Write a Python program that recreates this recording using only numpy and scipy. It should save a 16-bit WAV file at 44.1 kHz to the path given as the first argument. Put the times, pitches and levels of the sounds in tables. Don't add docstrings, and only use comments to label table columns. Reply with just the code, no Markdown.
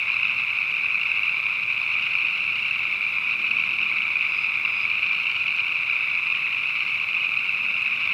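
import sys
import numpy as np
from scipy import signal
from scipy.fft import rfft, irfft, next_fast_len
from scipy.io import wavfile
from scipy.ndimage import uniform_filter1d

SR = 44100
rng = np.random.default_rng(int(sys.argv[2]) if len(sys.argv) > 2 else 0)


def invert_db(level):
    return 10 ** (np.asarray(level, dtype=float) / 20)


def pcm_store(signal):
    levels = np.round(np.clip(np.atleast_2d(signal), -1, 1) * 32767)
    wavfile.write(sys.argv[1], SR, levels.astype(np.int16).T)


N = 358533

# time in seconds, level in dB, centre of the main band in Hz.
CROWD_CURVE = [(0.0, -26, 2470), (0.81, -26.5, 2470), (1.72, -26, 2480), (2.04, -24, 2487),
               (2.65, -26, 2546), (3.14, -27, 2455), (3.49, -25, 2520), (4.66, -26, 2461),
               (5.05, -23.5, 2523), (5.75, -25.5, 2489), (6.07, -25.5, 2454), (6.34, -24.5, 2490),
               (7.04, -26, 2497), (8.13, -25, 2482)]
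BANKS = 14
TRILL_SLOWING = 0.2
NEAR_STRETCH = 1.68


def rms_one(x):
    return x / np.sqrt(np.mean(x ** 2) + 1e-20)


def in_time(rows):
    s, *columns = np.transpose(rows)
    return [np.interp(np.arange(N) / SR, s, column) for column in columns]


def coloured(spectrum):
    hz, db = np.transpose(spectrum)
    grid_hz = np.maximum(np.fft.rfftfreq(N, 1 / SR), 1)
    level_db = np.interp(np.log(grid_hz), np.log(hz), db, -60, db[-1])
    return rms_one(irfft(rfft(rng.standard_normal(N)) * invert_db(level_db), N))


def resonate(x, hz, width_hz):
    r = np.exp(-np.pi * width_hz / SR)
    b, a = [1, 0.0011, -1], [1, -2 * r * np.cos(2 * np.pi * hz / SR), r * r]
    return rms_one(signal.lfilter(b, a, signal.lfilter(b, a, x)))


def pulses(at_s, bank, gain, pitch_hz, upper_db, spread_db, droop, stretch=1):
    # band in Hz, level in dB, rise in ms, decay in ms, pitch scatter as a share.
    sac_bands = [
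        (1240, -18, 0.63, 0.71, 0.11),
        (2470, -0.5, 0.59, 1.103, 0.026),
        (3706, -22.5, 0.73, 0.92, .06),
        (4980, -36.5, 1.1, 1.3, 0.011),
        (6200, -51, .5, 0.77, .05),
    ]
    ms = np.arange(560, dtype="f4") * np.float32(1000 / SR)
    bent_s = (ms - droop * np.log(np.cosh((ms - 4) / 3))) / 1000
    size = pitch_hz / sac_bands[1][0]
    draws = rng.standard_normal((len(at_s), len(sac_bands), 4))
    heard = (at_s > -ms[-1] / 1000) & (at_s < N / SR)
    at_s, bank, gain, size, draws = at_s[heard], bank[heard], gain[heard], size[heard], draws[heard]
    wave = 0
    for k, (hz, db, rise, decay, scatter) in enumerate(sac_bands):
        own_stretch = np.exp(0.099 * draws[:, 1, 2:3]).astype("f4")
        late = (ms - 4) / stretch * own_stretch + 0.6 * (k != 1)
        shape = np.where(late < 0, np.exp(-0.5 * (late / rise) ** 2), 1 / np.cosh(late / decay))
        tone_hz = hz * size * np.exp(1.472 * scatter * np.tanh(draws[:, k, 3]))
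        phase = 2 * np.pi * (np.outer(tone_hz.astype("f4"), bent_s) + draws[:, k, 1:2].astype("f4"))
        level_db = db + (k != 1) * spread_db * draws[:, k, 0] + (k > 1) * upper_db
        band_gain = (gain * invert_db(level_db)).astype("f4")[:, None]
        wave = wave + band_gain * shape * np.sin(phase.astype("f4"))
    wave = wave * signal.windows.tukey(len(ms), 0.35)
    at = np.round(at_s * SR).astype(int)[:, None] + np.arange(len(ms))
    inside = (at >= 0) & (at < N)
    return np.bincount((at + N * bank[:, None])[inside], wave[inside], N * BANKS).reshape(BANKS, N)


def crowd(period_s=1.62, pulses_per_s=12.5, distance_db=1.73, size_spread=0.063, climb=0.096):
    frogs, calls_each, count = 110, 7, 11
    frog = rng.standard_normal((frogs, 4))[:, None, None, :]
    start = rng.random((frogs, 1, 1)) + np.arange(calls_each)[:, None] - 1
    start = start + 0.06 * rng.standard_normal((frogs, calls_each, 1))
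    start_s = period_s * start * np.exp(0.05 * frog[..., 0])
    step = np.arange(count) / (count - 1)
    slip = rng.standard_normal((frogs, calls_each, count, 2))
    trill_s = count / pulses_per_s * np.exp(0.12 * frog[..., 1])
    at_s = start_s + trill_s * step * (1 - TRILL_SLOWING * (1 - step)) + 0.0015 * slip[..., 0]
    s, _, centre_hz = np.transpose(CROWD_CURVE)
    pitch_hz = np.interp(at_s, s, centre_hz)
    pitch_hz = pitch_hz * np.exp(size_spread * np.tanh(frog[..., 2]) + climb * (step - 0.6))
    gain = invert_db(distance_db * frog[..., 3] - 9.6 * (1 - step) ** 2 + 0.5 * slip[..., 1])
    bank = np.repeat(np.arange(frogs) % BANKS, calls_each * count)
    return pulses(at_s.ravel(), bank, gain.ravel(), pitch_hz.ravel(), 0, spread_db=1.5, droop=0.088, stretch=1.087)


def evened(x, over_s=0.22):
    return x / np.sqrt(uniform_filter1d(x ** 2, int(over_s * SR)) + 1e-12)


def dips_around(near_s, depth=0.6, dip_ms=3.0):
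    marks = np.zeros(N)
    marks[np.clip(np.round((near_s - 0.001) * SR).astype(int), 0, N - 1)] = 1
    bell = np.exp(-0.5 * (np.arange(-999, 1000) / SR * 1000 / dip_ms) ** 2)
    return 1 - depth * np.minimum(signal.fftconvolve(marks, bell, "same"), 1)


def near_trills(upper_db=-3.7, count=12, climb_hz=148, uneven_db=2.5):
    # first pulse in seconds, last pulse in seconds, first pitch in Hz, peak in dB.
    nearest = [(0.168, 1.015, 2508, -13), (0.529, 1.4093, 2376, -16), (0.7256, 1.295, 2464, -11.5),
               (0.9907, 1.8644, 2330, -14), (1.2814, 2.035, 2367, -14), (1.4185, 2.214, 2340, -19.5),
               (1.6198, 2.5114, 2510, -16.5), (1.7872, 2.724, 2470, -19), (2.1078, 2.711, 2555, -16),
               (2.8064, 3.4473, 2364, -12.5), (3.2037, 3.9, 2386, -16.5), (3.357, 3.9248, 2376, -13),
               (3.378, 4.1835, 2490, -23), (3.6516, 4.5873, 2443, -15), (3.9158, 4.5086, 2330, -12),
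               (4.5284, 5.141, 2390, -15.5), (4.7954, 5.5755, 2334, -11.5), (4.849, 5.8426, 2414, -20.5),
               (4.8975, 5.4003, 2467, -15.5), (5.086, 6.0543, 2460, -18), (5.3748, 6.4496, 2443, -13.5),
               (5.3786, 5.9131, 2440, -15), (6.1261, 6.6563, 2336, -19.5), (6.176, 6.7155, 2473, -14.5),
               (6.4173, 7.0682, 2350, -16), (6.5017, 7.2074, 2633, -18.5), (7.122, 7.7422, 2480, -13),
               (7.27, 7.9762, 2482, -12.5), (7.2752, 7.9801, 2490, -24), (7.3004, 8.0346, 2500, -17.5)]
    first, last, hz, db = np.transpose(nearest)[..., None]
    step = np.linspace(0, 1, count)
    s = (first + (last - first) * step * (1 - TRILL_SLOWING * (1 - step))).ravel()
    db = db - 3.0 + uneven_db * rng.standard_normal((len(nearest), count))
    bank = np.repeat(np.arange(len(nearest)) % BANKS, count)
    hz = (hz + climb_hz * step).ravel()
    return s, pulses(s - 0.004, bank, invert_db(db).ravel(), hz, upper_db, spread_db=0.5, droop=0.025,
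                     stretch=NEAR_STRETCH)


def near_frogs():
    # time in seconds, peak in dB, pitch in Hz, upper bands in relative dB.
    loud_pulses = [(0.1019, -8.5, 2496, -34), (0.1427, -9, 2630, -25), (0.225, -16, 2390, -27.5),
                   (0.2331, -11, 2690, -36.5), (0.2541, -6.5, 2510, -34), (0.9457, -8.5, 2560, -34),
                   (1.0937, -12, 2540, -28), (1.4986, -13, 2490, -32), (1.8165, -9.5, 2485, -24),
                   (2.1534, -9.5, 2470, -34), (2.1742, -13, 2500, -33), (2.5453, -14.5, 2450, -28),
                   (3.3206, -11, 2530, -24), (3.5693, -8, 2470, -32), (4.0746, -13, 2465, -29),
                   (4.1585, -9, 2470, -30), (4.1683, -10.5, 2360, -37), (4.2096, -9, 2610, -36),
                   (4.322, -12, 2572, -26.5), (4.6513, -8.5, 2610, -26), (5.899, -8, 2466, -21.5),
                   (6.1184, -12, 2480, -23), (6.3248, -10, 2610, -27), (7.0142, -11, 2470, -32),
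                   (7.0356, -13, 2480, -29.5), (7.5452, -15, 2480, -28), (7.9198, -13.5, 2440, -39),
                   (8.076, -8.5, 2495, -27), (8.0914, -12.5, 2660, -34), (8.1044, -15, 2540, -35)]
    s, peak_db, hz, upper_db = np.transpose(loud_pulses)
    bank = np.arange(len(s)) % BANKS
    return s, pulses(s - 0.004, bank, invert_db(peak_db - 3.1), hz, 0.5 * (upper_db + 23.5), spread_db=1.6,
                     droop=0.025, stretch=NEAR_STRETCH)


def soloists(bright_db=9):
    # first pulse in seconds, last pulse in seconds, pulses, first pitch in Hz, last pitch in Hz, level in dB.
    solos = [
        (1.537, 2.022, 6, 2750, 2940, -25.5),
        (2.257, 2.68, 6, 2540, 2590, -31.5),
        (3.309, 3.982, 9, 2720, 2710, -25.5),
        (4.898, 5.563, 9, 2660, 2930, -24),
        (2.683, 2.758, 3, 1950, 2030, -27.5),
        (6.341, 6.549, 6, 1980, 2070, -25.5),
        (7.862, 7.998, 4, 1950, 2070, -28),
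    ]
    rows = [np.linspace((first, first_hz, db), (last, last_hz, db), round(count))
            for first, last, count, first_hz, last_hz, db in solos]
    s, hz, db = np.concatenate(rows).T
    return pulses(s - 0.002, np.arange(len(s)) % BANKS, invert_db(db), hz, bright_db, spread_db=0.0, droop=0.02)


def trees(banks, t60_s=0.95):
    s, size = np.arange(SR) / SR, next_fast_len(N + SR)
    tails = rng.standard_normal((BANKS, SR)) * invert_db(-60 * s / t60_s) * (s > 0.012)
    tails = signal.lfilter([1], [1, -0.6], tails)
    tails /= np.sqrt(np.mean(np.sum(tails ** 2, axis=1)))
    return irfft(np.sum(rfft(banks, size) * rfft(tails, size), axis=0), size)[:N]


def water_dip(x):
    dip_hz, width_hz, share, low_edge_hz = 1800, 330, 0.5, 925
    b, a = signal.iirpeak(dip_hz, dip_hz / width_hz, fs=SR)
    x = x - share * signal.lfilter(b, a, x)
    return signal.sosfilt(signal.butter(4, low_edge_hz, "high", fs=SR, output="sos"), x)


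def high_caller(pitch_hz=4950, width_hz=320, pulses_per_s=150, edge_s=0.022):
    # start in seconds, end in seconds, first level in dB, last level in dB.
    high_calls = [
        (4.3, 4.462, -52, -54),
        (4.67, 4.829, -61, -49),
    ]
    clicks = (rng.random(N) < pulses_per_s / SR) + 0.051 * rng.standard_normal(N)
    s = np.arange(N) / SR
    calls = np.zeros(N)
    for start, end, first_db, last_db in high_calls:
        edges = np.clip(np.minimum(s - start, end - s) / edge_s + 1, 0, 1)
        calls += invert_db(np.interp(s, (start, end), (first_db, last_db))) * edges
    return calls * resonate(clicks, pitch_hz, width_hz)


def ticks():
    # time in seconds, peak in dB.
    twig_ticks = [
        (5.5628, -50),
        (7.8186, -44),
    ]
    clicks = np.zeros(N)
    for s, db in twig_ticks:
        clicks[round((s + 0.0015) * SR)] = invert_db(db + 18)
    return signal.sosfilt(signal.butter(3, [3500, 8500], "band", fs=SR, output="sos"), clicks)


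def background():
    # frequency in Hz, density in dB per Hz.
    rumble_shape = [(60, -8.5), (100, 0.5), (190, 2.5), (260, -11), (400, -39.5), (900, -59.5), (2000, -93)]
    # time in seconds, level in dB.
    traffic_swell = [
        (0, -61.5),
        (1.2, -66.5),
        (3.1, -66),
        (3.5, -53.5),
        (3.85, -54.5),
        (4.1, -63),
        (7.2, -71),
        (7.7, -55.5),
        (8.13, -56),
    ]
    # frequency in Hz, density in dB per Hz.
    air_shape = [(25, -6), (45, -8.5), (120, 3), (300, -6), (700, -4), (1800, -1.5), (4500, -11.5),
                 (7000, -22.5), (11000, -25), (16000, -26)]
    s = np.arange(N) / SR
    hum_db = -61.5 - 1.5 * s
    drone_peak_s = 3.4
    drone_db = -60.5 - np.maximum(5.5 * (drone_peak_s - s), 2.5 * (s - drone_peak_s))
    hum = invert_db(hum_db) * resonate(rng.standard_normal(N), 100.6, 4)
    drone = invert_db(drone_db) * resonate(rng.standard_normal(N), 329, 62)
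    swell = invert_db(in_time(traffic_swell)[0]) * resonate(rng.standard_normal(N), 200, 100)
    rumble = invert_db(-61) * coloured(rumble_shape)
    air = invert_db(-47) * coloured(air_shape)
    return rumble + swell + hum + drone + air


def scene():
    far = crowd()
    trill_s, trills = near_trills()
    single_s, singles = near_frogs()
    near = singles + soloists() + trills
    din = evened(rms_one(far.sum(axis=0)) + invert_db(-3) * rms_one(trees(far)))
    dips = dips_around(np.append(trill_s, single_s))
    din = invert_db(in_time(CROWD_CURVE)[0] + 1.47) * dips * din
    frogs = water_dip(din + near.sum(axis=0) + invert_db(-10.5) * trees(near))
    return (frogs + high_caller() + ticks() + background())[None]


def low_pass(x):
    return signal.sosfilt(signal.butter(12, 15750, fs=SR, output="sos"), x)


def record(dry):
    mix = dry * np.minimum((np.arange(N) + 20) / 40, 1)
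    top_cut = signal.cheby2(12, 60, 15700 + 1100, fs=SR, output="sos")
    mix = signal.sosfilt(top_cut, mix)
    return low_pass(mix)


dry = scene()
out = record(dry)
pcm_store(out)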